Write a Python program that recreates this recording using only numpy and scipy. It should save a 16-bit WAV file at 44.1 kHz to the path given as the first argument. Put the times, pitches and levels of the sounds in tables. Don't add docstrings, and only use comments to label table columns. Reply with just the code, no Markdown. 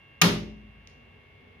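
import sys
import numpy as np
from scipy import signal
from scipy.fft import rfft, irfft
from scipy.io import wavfile
from scipy.ndimage import uniform_filter1d

SR = 44100
rng = np.random.default_rng(int(sys.argv[2]) if len(sys.argv) > 2 else 0)


def wav_record(signal):
    frames = np.transpose(np.atleast_2d(signal))
    bounded = np.clip(frames, -1, 1)
    quanta = np.round(bounded * 32767).astype(np.int16)
    wavfile.write(sys.argv[1], SR, quanta)


N = 70560
SIDES = np.array([[1], [-1]])


def undb(db):
    return 10 ** (np.asarray(db) / 20)


def along(points, hz, column=1):
    p = np.array(points, float)
    return np.interp(np.log(np.maximum(hz, 1)), np.log(p[:, 0]), p[:, column])


def colour(x, points):
    size = 2 * N
    hz = np.fft.rfftfreq(size, 1 / SR)
    cepstrum = irfft(np.log(undb(along(points, hz))))
    cepstrum[1:N] *= 2
    cepstrum[N + 1:] = 0
    response = np.exp(rfft(cepstrum))
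    return irfft(rfft(x, size) * response)[..., :N]


def since(start_s):
    return np.maximum(np.arange(N) / SR - start_s, 0)


def fade(t, t60_s):
    return np.exp(-np.log(1000) * t / t60_s)


def late(x, delay_s):
    k = int(np.clip(delay_s * SR, 0, N - 1))
    return np.pad(x, ((0, 0), (k, 0)))[:, :N]


def unit(x):
    return x / np.sqrt(np.sum(x ** 2) / 2)


def walk(rate_hz):
    k = int(SR / rate_hz)
    steps = np.repeat(rng.standard_normal(N // k + 1), k)
    return uniform_filter1d(steps, k)[:N]


ALIKE_BELOW_HZ = 380


def diffuse():
    hz = np.fft.rfftfreq(N, 1 / SR)
    alike = .97 / (1 + (hz / ALIKE_BELOW_HZ) ** 4)
    mid, side = rfft(rng.standard_normal((2, N)))
    return hz, mid * np.sqrt(1 + alike) + side * np.sqrt(1 - alike) * SIDES


# f/Hz, relative density/(dB per Hz)
RUMBLE_COLOUR = [(20, -35), (55, -7), (95, 4.5), (115, -8), (140, -4), (300, -15), (430, -14), (650, -14.5),
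                 (1150, -19), (1400, -22), (1900, -15.5), (3100, -19.5), (4200, -32.5), (6500, -44),
                 (7600, -50.5), (12000, -47), (15500, -55)]
RUMBLE_RMS_DB = -56.5
# t/s, level/dB
LOW_MID_ENVELOPE = [(0, -74.5), (.75, -76.5), (.92, -65), (1.05, -61), (1.17, -63.5), (1.3, -72.5),
                    (1.46, -59.5), (1.6, -64.5)]
# f/Hz, relative density/(dB per Hz)
LOW_MID_COLOUR = [(120, -27.5), (190, -9), (245, 4.5), (310, -19), (400, -5), (480, -4), (600, -15.5),
                  (780, -14.5), (1300, -37), (4000, -66.5)]


def background():
    times_s, levels_db = np.array(LOW_MID_ENVELOPE).T
    low_mid_db = np.interp(since(0), times_s, levels_db)
    out = 0
    for points, rms_db in ((RUMBLE_COLOUR, RUMBLE_RMS_DB), (LOW_MID_COLOUR, low_mid_db)):
        hz, noise = diffuse()
        x = irfft(noise * undb(along(points, hz)), N)
        out = out + undb(rms_db) * x / x.std()
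    return out


# f/Hz, RMS level at first, middle, last place/dB, left minus right/dB
WHINE_PARTIALS = [(137.5, -70, -68, -68, 5), (411.9, -86.5, -78.5, -68, 4.5),
                  (1115, -72.5, -76.5, -76.5, 10.5), (1621, -72, -76.5, -83, 1.5),
                  (2146, -68.5, -69, -66, -8), (2236, -74, -73.5, -70, 14),
                  (2666, -68.5, -71.5, -73.5, -6.5), (2776, -61.5, -64.5, -72, -0.5),
                  (3250, -76.5, -81, -81, 3), (3467, -80, -82.5, -79, -1)]
PLACE_TIMES_S = (0.149, .65, 1.1, 1.35)
WHINE_WAVER_DB, MIC_SPREAD_TURNS = .6, .12


def whine():
    t, out = since(0), 0
    half = SIDES / 2
    for hz, first_db, middle_db, last_db, pan_db in WHINE_PARTIALS:
        place_db = np.interp(t, PLACE_TIMES_S, (first_db, middle_db, middle_db, last_db))
        db = place_db + WHINE_WAVER_DB * walk(9)
        tone = np.sin(2 * np.pi * (hz * t + rng.random() + half * MIC_SPREAD_TURNS))
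        out = out + np.sqrt(2) * undb(db + half * pan_db) * tone
    return out


# f/Hz, relative density/(dB per Hz), T60/s
ROOM_DECAY = [(40.5, -19, .9), (90, -5, 0.94), (180, -2, 0.75), (300, -2.5, 0.76), (480, -2.5, .5),
              (700, -6.5, 0.53), (1200, 2.5, 0.28), (1600, -4.5, 0.42), (2620, -5.5, 0.45),
              (3970, -3.5, 0.36), (7010, -12, .39), (7600, -18.5, .33), (11500, -13.5, .29),
              (15570, -27, .26)]
ROOM_LAG_S, ROOM_BUILD_S, LATE_BELOW_HZ = 0.0025, 0.011, 130


def room(points):
    hz, noise = diffuse()
    noise = noise * undb(along(points, hz))
    t, out = since(0), 0
    place = np.clip(2 * np.log2(np.maximum(hz, 1) / 32), 0, 18)
    for k in range(19):
        centre_hz = 32 * 2 ** (k / 2)
        band = irfft(noise * np.maximum(1 - abs(place - k), 0), N)
        build_s = ROOM_BUILD_S * (1 + (LATE_BELOW_HZ / centre_hz) ** 2)
        build = 1 - np.exp(-t / build_s)
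        out = out + band * build * fade(t, along(ROOM_DECAY, centre_hz, 2))
    return late(unit(out), ROOM_LAG_S)


CRACK_DB = 12.5


def crack(points, t60_s):
    burst = rng.standard_normal((2, N)) * fade(since(0), t60_s)
    return unit(colour(burst, points))


# t/s, level/dB
TOUCH_TIMES = [(0.8734, -37.5), (0.8753, -49)]
# f/Hz, relative density/(dB per Hz)
TOUCH_COLOUR = [(500, -42), (1500, -8), (2300, -4), (3600, -6), (4500, -4), (5500, -5.5), (7000, -8.5),
                (7700, -23), (9800, -18), (11500, -30), (15500, -32)]
TICK_T60_S, TICK_ROOM_DB = .009, -6


def ticks():
    out = 0
    for s, db in TOUCH_TIMES:
        click = crack(TOUCH_COLOUR, TICK_T60_S) + undb(TICK_ROOM_DB) * room(TOUCH_COLOUR)
        out = out + undb(db + CRACK_DB) * late(click, s)
    return out


# f/Hz, level/dB, swell/s, T60/s
CABINET_MODES = [(54.4, -40.5, .12, 1.96), (114.4, -29.5, 0.06, 0.37), (173.34, -15.5, 0.054, 0.1),
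                 (165.8, -23.5, 0.039, 0.54), (211.2, -27, .03, 0.99), (262, -32.5, 0.022, .5),
                 (344, -34, .06, 0.58), (401.2, -32.5, .06, 0.61), (462.5, -36, .03, 0.35),
                 (592.7, -37, .025, 0.64)]
CABINET_LAG_S, CABINET_PAN_DB = .004, 2.5


def cabinet():
    t, out = since(STRIKES[0][0] + CABINET_LAG_S), 0
    for hz, db, swell_s, t60_s in CABINET_MODES:
        swell = np.sqrt(np.minimum(t / swell_s, 1))
        decay = fade(np.maximum(t - swell_s, 0), t60_s)
        out = out + undb(db) * swell * decay * np.sin(2 * np.pi * hz * t)
    return out * undb(SIDES * CABINET_PAN_DB / 2)


# t/s, level/dB, treble tilt/(dB per octave)
STRIKES = [(0.2144, -10, -1.5), (0.2161, -5, 4), (0.2173, -7, 3.5), (0.2188, -1, 0.5), (0.2212, -8, -2),
           (0.2242, -10, -1)]
# f/Hz, relative density/(dB per Hz)
STRIKE_COLOUR = [(200, -17.5), (600, -11.5), (1200, -3), (2500, 3.5), (4500, -7.5), (6800, -1.5),
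                 (7700, -16.5), (9500, -10.5), (12000, -13), (15500, -18.5)]
# f/Hz, level/dB, T60/s
CASE_MODES = [(768, -29, 0.22), (947.5, -29.5, 0.42), (1214.5, -14, .09), (1636, -29, 0.013),
              (1862, -16.5, .06), (2495, -19.5, .08), (2784, -35, .4), (3080, -18, 0.064),
              (3380, -26.5, 0.099), (3780, -32, 0.3), (4262, -47.5, .35), (5240, -20, .05),
              (5540, -21, 0.049), (6785, -32, .04), (12100, -30.5, .02)]
CRACK_T60_S, CASE_BUILD_S = 0.016, 0.0023
WALL_LAG_S, WALL_DB, WALL_TOP_HZ = .0225, -8.5, 2216
ROOM_DB = 13.5


def breaker():
    t, out = since(STRIKES[0][0]), 0
    for s, db, tilt_db in STRIKES:
        tilted = [(f, d + tilt_db * np.log2(f / 3000)) for f, d in STRIKE_COLOUR]
        out = out + undb(CRACK_DB + db) * late(crack(tilted, CRACK_T60_S), s)
    for hz, db, t60_s in CASE_MODES:
        ring = (1 - np.exp(-t / CASE_BUILD_S)) * fade(t, t60_s)
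        phase_turns = rng.random() + .4 * rng.random((2, 1))
        out = out + undb(db) * ring * np.sin(2 * np.pi * (hz * t + phase_turns))
    wall_lowpass = signal.butter(2, WALL_TOP_HZ, fs=SR, output="sos")
    echo = undb(WALL_DB) * late(signal.sosfilt(wall_lowpass, out), WALL_LAG_S)
    reverb = undb(ROOM_DB) * late(room(ROOM_DECAY), STRIKES[1][0])
    return out + echo + reverb


# f/Hz, level re left/dB
RIGHT_MIC_RESPONSE = [(100, 3.5), (400, 3.5), (1200, -3), (2400, 1.5), (5500, 0), (6600, -3.5), (7600, -18),
                      (12000, -10.5), (15500, -11.5)]


def scene():
    left, right = breaker() + ticks()
    clack = np.array([left, colour(right, RIGHT_MIC_RESPONSE)])
    return clack + cabinet() + whine() + background()


CEILING, TOP_HZ = .8, 15600


def record(dry):
    rounded = dry / (1 + (dry / CEILING) ** 4) ** .25
    lowpass = signal.ellip(10, .2, 80, TOP_HZ, fs=SR, output="sos")
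    return signal.sosfilt(lowpass, rounded)


dry = scene()
out = record(dry)
wav_record(out)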